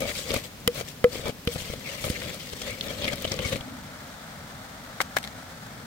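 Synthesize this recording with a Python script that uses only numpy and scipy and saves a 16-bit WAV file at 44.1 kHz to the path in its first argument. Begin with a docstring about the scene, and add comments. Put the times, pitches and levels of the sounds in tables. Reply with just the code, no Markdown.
"""Close by, outdoors, a wooden pestle drags through oily herbs and seeds in a wooden mortar and pounds
them: leaves crunch and pop, seeds snap, oil fizzes, and the blows ring the bowl and thud on the ground.
From 1.5 s the pestle circles without lifting. At 3.6 s it stops and the scene moves beside a small stream.
At 5 s, further off, a knife chops through a tossed citrus fruit with a wet slap; the fruit drops into
the mortar and the cut-off end skips into the grass. A low breeze runs throughout."""
import sys
import numpy as np
from scipy import signal
from scipy.fft import rfft, irfft, next_fast_len
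from scipy.io import wavfile
from scipy.ndimage import uniform_filter1d, map_coordinates

SR = 44100
rng = np.random.default_rng(int(sys.argv[2]) if len(sys.argv) > 2 else 0)


def store_wav(level_fs):
    """Save 16-bit WAV to argv[1]."""
    pcm = np.round(np.clip(np.atleast_2d(level_fs), -1, 1) * 32767)
    wavfile.write(sys.argv[1], SR, pcm.T.astype(np.int16))


N = 258418
TIME_S = np.arange(N) / SR


# freq_hz, level_db
CRUNCH_SPECTRUM = [(300, -65), (750, -32), (1000, -6), (1500, -7), (2000, 2), (2600, -1.5), (3300, 2.5),
                   (4500, -3), (6500, -28), (10000, -37.5), (16000, -40.5)]
FIZZ_SPECTRUM = [(2000, -10), (4500, 9), (8000, 4), (9600, -0.5), (10600, -7.5), (12500, 1), (15500, -1)]
RUMBLE_SPECTRUM = [(15, -27), (35, -5), (80, 3.5), (160, 1), (240, 0), (340, -8), (500, -7), (1000, -56)]

def grinding():
    """Leaves and seeds crush in tiny fractures; the dragging pestle sounds and shakes the mortar."""
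    on_paste, on_wood = pestle_force()
    slip_db = 2.04 * wobble(70)  # catch and slide
    oil_db = -1.0 * TIME_S  # oil softens fizz and rub
    grit = grains(rate_hz=2000, spread_db=-1.5, life_s=0.0021)
    crunch = amp(-40.5 + slip_db) * on_paste * grit * wet_cavities(noise(shape(CRUNCH_SPECTRUM)))
    oil_films = grains(rate_hz=350, spread_db=7, life_s=0.00015)
    fine_grit = grit * wet_cavities(noise(shape(FIZZ_SPECTRUM)))
    film_pops = amp(-7.5) * oil_films * noise(shape(FIZZ_SPECTRUM))
    wetness = ((on_paste + 1e-9) / (on_wood + 1e-9)) ** 0.36
    fizz = amp(-42.5 + slip_db + oil_db) * on_paste ** 0.67 * wetness * (fine_grit + film_pops)
    friction = wandering_hollow(grit * noise(np.ones_like))
    rub = amp(-39.5 + slip_db + oil_db) * on_wood ** 1.07 * friction
    rumble = amp(-43.5 + 0.94 * wobble(50)) * on_wood ** 0.98 * noise(shape(RUMBLE_SPECTRUM))
    return pan(crunch + fizz, left_db=7.5) + pan(rub, left_db=3.5) + pan(rumble, left_db=5)


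# peak_s, rise_s, fall_s, force_db, wood_contact_db
PESTLE_DRAGS = [(0.019, 0.12, 0.041, 1, 5.5), (0.102, 0.041, 0.027, 5, -1),
                (0.174, 0.045, 0.071, 3.5, -5.5), (0.347, 0.086, 0.061, 3.5, 0.5),
                (0.446, 0.018, 0.024, -2, -5), (0.794, 0.052, 0.027, 2.5, -1.5),
                (.885, 0.029, 0.031, -4.5, -5.5), (1.165, 0.047, 0.055, 2, -0.5),
                (1.279, 0.048, 0.029, -1, 7.5)]
# time_s, force_db, wood_contact_db
PESTLE_CIRCLING = [(1.505, -1, -5.5), (1.73, -4.5, -1), (1.79, -9, 1), (1.88, -2, -0.5),
                   (1.989, -2.5, -2.5), (2.07, 0, -6), (2.13, -2.5, -1.5), (2.27, 2, 1.5), (2.39, -8, -1.5),
                   (2.58, -4, -6), (2.7, 1, 2.5), (2.78, -8, 1), (2.87, 0.5, 3.5), (2.97, -3, 2.5),
                   (3.04, 2.5, 4), (3.19, -3, 0.5), (3.3, 0, 1), (3.555, 2, 3)]

def pestle_force():
    """Force on the paste and on bare wood, as gains: single drags, then unbroken circling."""
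    pushes = [amp(db) * swell(s, s, rise_s, fall_s) for s, rise_s, fall_s, db, _ in PESTLE_DRAGS]
    contacts = [amp(db) for *_, db in PESTLE_DRAGS]
    knots_s, force_db, contact_db = np.transpose(PESTLE_CIRCLING)
    circling = swell(knots_s[0], knots_s[-1], rise_s=0.02, fall_s=0.027)
    pushes.append(amp(np.interp(TIME_S, knots_s, force_db)) * circling)
    contacts.append(amp(np.interp(TIME_S, knots_s, contact_db)))
    wood_pushes = [push * contact for push, contact in zip(pushes, contacts)]
    return np.max(pushes, axis=0), np.max(wood_pushes, axis=0)


def wet_cavities(x, depth_db=3):
    """Shifting wet cavities lift and drop narrow bands from moment to moment."""
    spectra = signal.stft(x, nperseg=512)[2]
    field = uniform_filter1d(rng.standard_normal(spectra.shape[1:]), size=4, axis=0)
    field = unit(uniform_filter1d(field, size=5, axis=1))
    return unit(signal.istft(spectra * amp(depth_db * field), nperseg=512)[1][:, :N])


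# pitch_hz, width_hz, level_db
HOLLOW_RESONANCES = [(536, 54, 1.5), (1172, 87, -14.5), (2200, 54, -7), (3110, 93, -15)]

def hollow(f):
    """Response of the mortar's hollow with the pestle in it."""
    return sum(amp(db) * resonance(f, hz, width_hz) for hz, width_hz, db in HOLLOW_RESONANCES)


def wandering_hollow(x, shift=0.042):
    """The hollow sounds lower or higher as the pestle moves about in it."""
    low, high = [unit(filtered(x, lambda f: hollow(f / ratio))) for ratio in (1 - shift, 1 + shift)]
    blend = np.clip(0.5 + 0.5 * wobble(9), 0, 1)
    return unit((1 - blend) * low + blend * high)


# start_s, crack_db, crack_hz, wall_db, ring_db, ring_hz, thud_db, rock_db
PESTLE_BLOWS = [(0.6759, -6, 4200, -10.5, -11, 480, 2.5, -30), (1.0414, -8, 850, -7.5, -0.5, 487, 4, -30),
                (1.4733, -17, 3350, -19.5, -15.5, 477, 3, -15.5),
                (2.1007, -19, 6300, -20, -25.5, 507, 1.5, -15.5)]
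# freq_hz, level_db
CRACK_SPECTRUM = [(200, 4), (700, 8), (1400, 12), (2500, 3.5), (4500, 0), (8000, -3), (16000, 5)]
# freq_hz, left_db
CRACK_PAN = [(700, -6), (4500, 7), (7500, 5)]
# pitch_hz, level_db, t60_s
WALL_MODES = [(1730, -8, .017), (2030, 3.5, 0.02), (2405, -3, 0.021), (3095, 8.5, 0.012), (4770, 0, 0.01)]
# pitch_ratio, level_db, t60_s
CAVITY_MODES = [(.84, -21, 0.05), (1.001, -1.5, 0.094), (1.17, -23, 0.06), (2.61, -21, 0.039)]

def blows():
    """The pestle smacks through the paste; wall and hollow ring; the mortar thuds and rocks."""
    out, t = np.zeros((2, N)), np.arange(SR // 5) / SR
    mode = lambda hz, t60_s: damped_sine(t, hz, t60_s, attack_s=0.0028)
    low_cut = lambda f: 1j * f / (57.3 + 1j * f)  # keeps deep rumble out of the thud
    thud = filtered(mode(hz=187, t60_s=0.01), low_cut)
    rock = filtered(mode(hz=90, t60_s=0.042), low_cut)
    choke = np.exp(-(t / 0.07) ** 2)  # paste closes round the pestle
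    paste_yield_s = 0.00195
    for s, crack_db, crack_hz, wall_db, ring_db, ring_hz, thud_db, rock_db in PESTLE_BLOWS:
        contact = lambda f: resonance(f, crack_hz, 1.05 * crack_hz)  # more paste, duller crack
        crack_colour = lambda f: contact(f) * shape(CRACK_SPECTRUM)(f)
        crack = burst(fade(t, t60_s=0.011, attack_s=0.00068), crack_colour)
        wall = sum(amp(db) * abs(contact(hz)) * mode(hz, t60_s) for hz, db, t60_s in WALL_MODES)
        ring = sum(amp(db) * mode(ratio * ring_hz, t60_s) for ratio, db, t60_s in CAVITY_MODES)
        add(out, s, amp(crack_db + 1.5) * pan_bands(crack, CRACK_PAN))
        add(out, s, amp(wall_db) * pan(wall, left_db=2))
        add(out, s, -pan(amp(thud_db) * thud + amp(rock_db) * rock, left_db=-2.5))
        add(out, s + paste_yield_s, amp(ring_db) * pan(choke * ring, left_db=1.8))
    return out


# start_s, snap_db, t60_s, pitch_hz, width_oct, jolt_db
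SEED_BURSTS = [(.004, -24, 0.039, 7100, 1.9, -28), (.304, -14.5, 0.032, 2970, 0.57, -30),
               (0.3162, -9, 0.009, 3800, 0.67, -23), (.339, -17.5, 0.018, 6000, .9, -24),
               (.362, -23, 0.043, 4470, 0.79, -20.5), (1.281, -19.5, .012, 3500, 1.2, -22.5),
               (1.4755, -11, 0.016, 3020, 0.37, -36), (2.038, -23, 0.066, 3300, 0.7, -28.5),
               (2.218, -17, 0.022, 2100, 0.5, -34), (2.532, -24, 0.022, 4000, 0.7, -27.5),
               (2.615, -21.5, 0.046, 4400, 0.72, -26.5), (2.809, -12.5, 0.019, 3770, 0.23, -50),
               (3.043, -14, 0.032, 3300, 0.47, -34), (3.052, -6.5, 0.011, 3260, 0.48, -25),
               (3.079, -13.5, .026, 2620, 0.53, -24.5), (3.132, -24, 0.034, 3500, 0.84, -22),
               (3.2439, -12, 0.015, 3120, 0.15, -25.5), (3.2495, -11, 0.02, 2900, 0.41, -18),
               (3.275, -22, 0.037, 3530, 0.1, -25.5), (3.318, -12, 0.02, 4970, 0.36, -26),
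               (3.34, -17, .012, 5200, .35, -24.5), (3.389, -17.5, 0.035, 2280, 0.71, -24),
               (3.449, -27.5, 0.11, 4500, 0.57, -26), (3.531, -15, 0.016, 4200, 0.59, -28),
               (3.558, -25, 0.02, 3000, 0.57, -25.5), (3.608, -24.5, 0.019, 3130, 0.16, -26.5)]

def seeds():
    """A large seed gives way in a brief run of snaps, and the pestle jolts against the bowl."""
    out, t = np.zeros((2, N)), np.arange(SR // 8) / SR
    for s, snap_db, t60_s, hz, width_oct, jolt_db in SEED_BURSTS:
        splinters = grains(rate_hz=3400, spread_db=4.5, life_s=0.0004, n=len(t))
        snap = burst(fade(t, t60_s, attack_s=0.00095) * splinters, band(hz, width_oct))
        add(out, s, amp(snap_db - 5.5) * snap + amp(jolt_db) * jolt(t60_s=0.031, shake_db=-7))
    return pan(out, left_db=5.5)


# start_s, level_db, t60_s, shake_db
PESTLE_BUMPS = [(.052, -23.5, 0.051, -12), (.305, -22.5, .05, -16), (.34, -17.5, .034, -16),
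                (.363, -21, 0.041, -5), (.809, -23.5, .038, -26), (1.155, -23.5, 0.024, -7),
                (1.193, -26, 0.027, -3), (1.2556, -19.5, 0.026, -8), (1.293, -19.5, 0.03, 2),
                (1.557, -21, 0.04, 1), (1.62, -25.5, 0.021, 7), (1.699, -23, 0.036, -2),
                (1.735, -24, 0.035, -9), (2.04, -21.5, 0.056, -8), (2.064, -26, 0.065, -8),
                (2.078, -22, .025, -8), (3.08, -24, 0.027, 1), (3.313, -24.5, .05, -2),
                (3.395, -26, .06, 5), (3.455, -23, 0.066, 1), (3.53, -21.5, .03, 0), (3.546, -20, .02, 5),
                (3.558, -19, 0.02, -3)]

def bumps():
    """The pestle slips off the paste and knocks dully on the bare bowl."""
    out = np.zeros((2, N))
    for s, db, t60_s, shake_db in PESTLE_BUMPS:
        add(out, s, amp(db) * jolt(t60_s, shake_db))
    return pan(out, left_db=5)


def jolt(t60_s, shake_db):
    """One knock of wood on wood: the hollow sounds and the mortar shakes."""
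    t = np.arange(SR // 8) / SR
    colour = lambda f: hollow(f) + amp(shake_db) * shape(RUMBLE_SPECTRUM)(f)
    return burst(fade(t, t60_s, attack_s=0.00097), colour)


def leaf_pops(rate_hz=190, centre_hz=6200, scatter_oct=0.7, t60_cycles=9):
    """Oily leaves pop in clumps, thicker and louder under force; each pop rings at its own pitch."""
    out, t = np.zeros((2, N)), np.arange(SR // 40) / SR
    on_paste, _ = pestle_force()
    chance = rate_hz / SR * on_paste * amp(4 * wobble(25))
    draws = rng.standard_normal((N, 4))
    for i in np.flatnonzero(rng.random(N) < chance):
        size, pitch, side, right_phase = np.clip(draws[i], -2, 2)
        hz = centre_hz * 2 ** (scatter_oct * pitch)
        ring = damped_sine(t, hz, t60_cycles / hz, attack_s=0.0001, phase=np.array([[0], [right_phase]]))
        gain = amp(-28 + 5 * size) * np.sqrt(on_paste[i])
        add(out, i / SR, gain * pan(ring, left_db=8.5 + 2 * side))
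    return out


# start_s, level_db
FILM_SNAPS = [(.1685, -26), (0.342, -13), (.603, -35), (.7472, -29), (1.0417, -22), (1.281, -25),
              (1.4516, -28), (1.533, -27), (2.345, -25), (3.1577, -23), (3.2226, -20.5)]

def oil_ticks():
    """A stretched film of oil breaks in one bright tick."""
    out, t = np.zeros((2, N)), np.arange(SR // 30) / SR
    envelope = fade(t, t60_s=0.0042, attack_s=0.00027)
    for s, db in FILM_SNAPS:
        add(out, s, amp(db) * burst(envelope, band(hz=9300, width_oct=0.9)))
    return pan(out, left_db=7.5)


# start_s, level_db, length_s, pitch_hz, width_oct
PASTE_POCKETS = [(0.089, -35, 0.036, 2100, 0.22), (0.15, -35.5, 0.054, 3540, .4),
                 (.354, -30, 0.019, 2310, 0.13), (1.254, -38, 0.039, 950, 0.18),
                 (1.838, -38.5, 0.038, 2330, 0.18), (1.858, -39, 0.051, 2200, 0.062),
                 (2.142, -36.5, 0.034, 2080, 0.28), (2.676, -39.5, .08, 2220, 0.061),
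                 (3.015, -30.5, 0.031, 3400, 0.32), (3.073, -31.5, 0.037, 2160, 0.058),
                 (3.389, -36.5, 0.028, 3080, 0.052), (3.441, -33, 0.035, 2200, 0.038)]

def squelches():
    """A pocket of oil and air is squeezed from the paste, sputtering through its own resonance."""
    out, t = np.zeros((2, N)), np.arange(SR // 8) / SR
    for s, db, length_s, hz, width_oct in PASTE_POCKETS:
        envelope = np.sin(np.pi * np.minimum(t / length_s, 1))
        sputter = grains(rate_hz=700, spread_db=3, life_s=0.0015, n=len(t))
        add(out, s, amp(db) * burst(envelope * sputter, band(hz, width_oct)))
    return pan(out, left_db=6)


# peak_s, half_length_s, level_db, pitch_hz
FROTH_SWELLS = [(.105, .016, -44, 10000), (0.183, 0.043, -40, 7200), (.37, .02, -42, 9000),
                (.775, 0.021, -47, 11000), (1.539, .015, -44, 8500), (1.606, 0.038, -47, 8000),
                (2.05, 0.038, -40, 9500), (2.106, 0.015, -39, 7500), (2.856, 0.032, -46, 14000),
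                (3.48, 0.055, -45.5, 9000)]

def oil_froth():
    """Oil froths under the sliding pestle in short swells of tiny clicks."""
    out, t = np.zeros((2, N)), np.arange(SR // 4) / SR
    middle_s = t.mean()
    for peak_s, half_s, db, hz in FROTH_SWELLS:
        envelope = np.exp(-((t - middle_s) / half_s) ** 2)
        clicks = grains(rate_hz=1300, spread_db=4.5, life_s=0.00015, n=len(t))
        add(out, peak_s - middle_s, amp(db) * burst(envelope * clicks, band(hz, width_oct=0.5)))
    return pan(out, left_db=4.5)


# start_s, slap_db, t60_s, pitch_hz, spray_re_slap_db, peel_db
FRUIT_CONTACTS = [(5.0038, -16, 0.018, 1530, -14, 0), (5.0098, -24.5, 0.019, 640, -7, -20),
                  (5.0143, -20, 0.011, 1780, 2, -24), (5.1624, -38, 0.011, 2000, 6, -40),
                  (5.1664, -17.5, 0.0092, 1100, 0, -17), (5.168, -24.5, 0.014, 655, 1.5, -13),
                  (5.1706, -24, 0.032, 2300, -12, -22), (5.1843, -35, 0.0084, 2000, 7.5, -32),
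                  (5.229, -39, 0.013, 6500, 1, -40), (5.2402, -25.5, 0.011, 4100, -13, -22),
                  (5.2477, -33.5, 0.024, 4000, -9, -32), (5.2750, -29, 0.01, 4500, -12, -27)]
# freq_hz, level_db
SLAP_SPECTRUM = [(100, -15), (260, -3), (340, -26), (450, 5.5), (900, -1.5), (1400, -0.5), (2200, 6),
                 (2600, -17), (3600, 0.5), (6000, -15)]
JUICE_SPECTRUM = [(100, -22), (250, 7), (350, -16), (600, 9), (2200, 2), (2700, 8), (3700, 5), (9000, 3),
                  (11000, -5), (15500, -2)]
# pitch_hz, level_db, t60_s
OPEN_MORTAR_MODES = [(620, -3, 0.028), (1430, -12, 0.04), (1705, 0, 0.032), (2160, 3, 0.034),
                     (2955, -3.5, 0.032)]
# freq_hz, left_db
FRUIT_PAN = [(500, 0.5), (1400, 14), (3000, 2.5), (8000, 1.5), (13000, 8)]

def fruit(landing_s=5.169, peel_cycles=4.8):
    """Cut, landing and skips each snap the peel, slap and spray juice; the landing rings the mortar."""
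    out, t = np.zeros((2, N)), np.arange(SR // 8) / SR
    mode = lambda hz, t60_s: damped_sine(t, hz, t60_s, attack_s=0.00033)
    for s, slap_db, t60_s, hz, spray_db, peel_db in FRUIT_CONTACTS:
        slap_colour = lambda f: resonance(f, hz, 0.7 * hz) * shape(SLAP_SPECTRUM)(f)
        slap = burst(fade(t, t60_s, attack_s=0.0001), slap_colour)
        drops = grains(rate_hz=2800, spread_db=5.5, life_s=0.00061, n=len(t))
        spray = burst(fade(t, 2.4 * t60_s, attack_s=0.00032) * drops, shape(JUICE_SPECTRUM))
        peel = mode(hz, peel_cycles / hz)
        add(out, s, amp(slap_db + 1.5) * (slap + amp(spray_db) * spray) - amp(peel_db) * peel)
    ring = sum(amp(db) * mode(hz, t60_s) for hz, db, t60_s in OPEN_MORTAR_MODES)
    add(out, landing_s, amp(-23) * ring)
    return pan_bands(out, FRUIT_PAN)


# freq_hz, level_db
STREAM_SPECTRUM = [(250, -36), (360, -12), (600, -0.5), (850, -1), (1050, -5.5), (1330, -0.5), (2200, -6.5),
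                   (2650, -13), (3500, -9), (6000, -14), (9000, -18), (10700, -22.5), (14000, -20)]

def stream():
    """A small stream babbles in dense, tiny splashes."""
    gain = amp(-43.5 + 0.45 * wobble(2.335))
    splashes = grains(rate_hz=3600, spread_db=-1, life_s=0.0028)
    return gain * splashes * noise(shape(STREAM_SPECTRUM))


# peak_s, half_length_s, level_db, pitch_hz
HUM_SWELLS = [(3.682, 0.15, -43.5, 252), (5.28, 0.016, -42, 197)]

def hum():
    """A low hum swells briefly."""
    return sum(amp(db) * swell(s, s, half_s, half_s) * noise(band(hz, width_oct=0.2))
               for s, half_s, db, hz in HUM_SWELLS)


# freq_hz, level_db
BREEZE_SPECTRUM = [(15, -37), (30, -6.5), (70, -1.5), (120, 2), (190, 0.5), (260, 0), (340, -13.5),
                   (600, -12.5), (1500, -39)]
HISS_SPECTRUM = [(200, -7), (400, 2.5), (800, -1.5), (2000, -2.5), (5000, -6), (9000, -12.5),
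                 (11000, -13.5), (15500, -10.5)]

def outdoors(stream_start_s=3.58, crossfade_s=0.0074):
    """Low moving air throughout; a faint hiss gives way to the stream."""
    low_air = hum() + amp(-46 + 1.2 * wobble(14)) * noise(shape(BREEZE_SPECTRUM))
    hiss = amp(-46) * noise(shape(HISS_SPECTRUM))
    blend = np.clip((TIME_S - stream_start_s) / crossfade_s, 0, 1)
    return pan(low_air, left_db=0.3) + pan((1 - blend) * hiss + blend * stream(), left_db=2.5)


# freq_hz, correlation
STEREO_LIKENESS = [(60, .97), (200, .93), (600, .8), (1300, .3), (3000, .15), (7000, 0)]

def noise(colour, n=N):
    """Coloured stereo noise of rms 1, alike in the bass and unrelated in the treble."""
    def mid_side(f):
        angle = np.arccos(np.clip(along(STEREO_LIKENESS, f), -1, 1)) / 2
        return colour(f) * np.array([np.cos(angle), np.sin(angle)])
    mid, side = filtered(rng.standard_normal((2, n)), mid_side)
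    return unit(np.array([mid + side, mid - side]))


def burst(envelope, colour):
    """A puff of coloured noise with the energy of its envelope."""
    x = envelope * noise(colour, len(envelope))
    return x * np.linalg.norm(envelope) / np.linalg.norm(x, axis=1, keepdims=True)


def grains(rate_hz, spread_db, life_s, n=N):
    """Envelope of rms 1: brief pulses of uneven size at random moments."""
    hits = rng.random(n) < rate_hz / SR
    sizes = hits * amp(spread_db * np.clip(rng.standard_normal(n), -2, 2))
    energy = signal.lfilter([1], [1, -np.exp(-1 / (life_s * SR))], sizes ** 2)
    return unit(np.sqrt(energy))


def wobble(rate_hz):
    """A smooth random curve."""
    knots = rng.standard_normal(int(N * rate_hz / SR) + 4)
    return map_coordinates(knots, [TIME_S * rate_hz])


def swell(start_s, end_s, rise_s, fall_s):
    """A plateau with Gaussian flanks."""
    before = np.maximum(start_s - TIME_S, 0) / rise_s
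    after = np.maximum(TIME_S - end_s, 0) / fall_s
    return np.exp(-before ** 2 - after ** 2)


def fade(t, t60_s, attack_s):
    return np.exp(-np.log(1000) * t / t60_s) * (1 - np.exp(-t / attack_s))


def damped_sine(t, hz, t60_s, attack_s, phase=0):
    return fade(t, t60_s, attack_s) * np.sin(2 * np.pi * hz * t + phase)


def filtered(x, response):
    n = x.shape[-1]
    padded = next_fast_len(n + 8192)
    return irfft(rfft(x, padded) * response(np.fft.rfftfreq(padded, 1 / SR)), padded)[..., :n]


def resonance(f, hz, width_hz):
    return 1j * f * width_hz / (hz * hz - f * f + 1j * f * width_hz)


def band(hz, width_oct):
    return lambda f: np.exp(-0.5 * (np.log2((f + 1) / hz) / width_oct) ** 2)


def shape(spectrum):
    return lambda f: amp(along(spectrum, f))


def along(points, f):
    """Interpolate on a log frequency axis."""
    knots_hz, values = np.transpose(points)
    return np.interp(np.log(f + 1), np.log(knots_hz), values)


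def pan(x, left_db):
    return x * amp(np.array([[1], [-1]]) * left_db / 2)


def pan_bands(x, points):
    return filtered(x, lambda f: pan(np.ones_like(f), along(points, f)))


def amp(db):
    return 10 ** (np.asarray(db) / 20)


def unit(x):
    return x / np.sqrt(np.mean(x ** 2) + 1e-20)


def add(track, start_s, sound):
    part = track[:, max(round(start_s * SR), 0):][:, :sound.shape[-1]]
    part += sound[..., :part.shape[1]]


def scene():
    """The work in the mortar, then the fruit, over the outdoor air."""
    paste = grinding() + leaf_pops() + oil_froth() + oil_ticks() + squelches()
    return paste + seeds() + bumps() + blows() + fruit() + outdoors()


# freq_hz, left_db
MIC_BALANCE = [(60, -1), (250, 0.5), (1300, 0.5), (2400, 0), (4200, -4.5), (8000, 3), (15000, -0.5)]

def record(dry, lag_s=0.00019, cutoff_hz=15830):
    """Two microphone ports: lows reach the right one later, balance varies by band, the top is cut."""
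    def response(f):
        lag = np.exp(-0.5j * np.pi * np.tanh(4 * f * lag_s))
        left_gain = amp(along(MIC_BALANCE, f) / 2)
        return np.array([left_gain, lag / left_gain]) / np.sqrt(1 + (f / cutoff_hz) ** 300)
    return filtered(dry, response)


dry = scene()
out = record(dry)
store_wav(out)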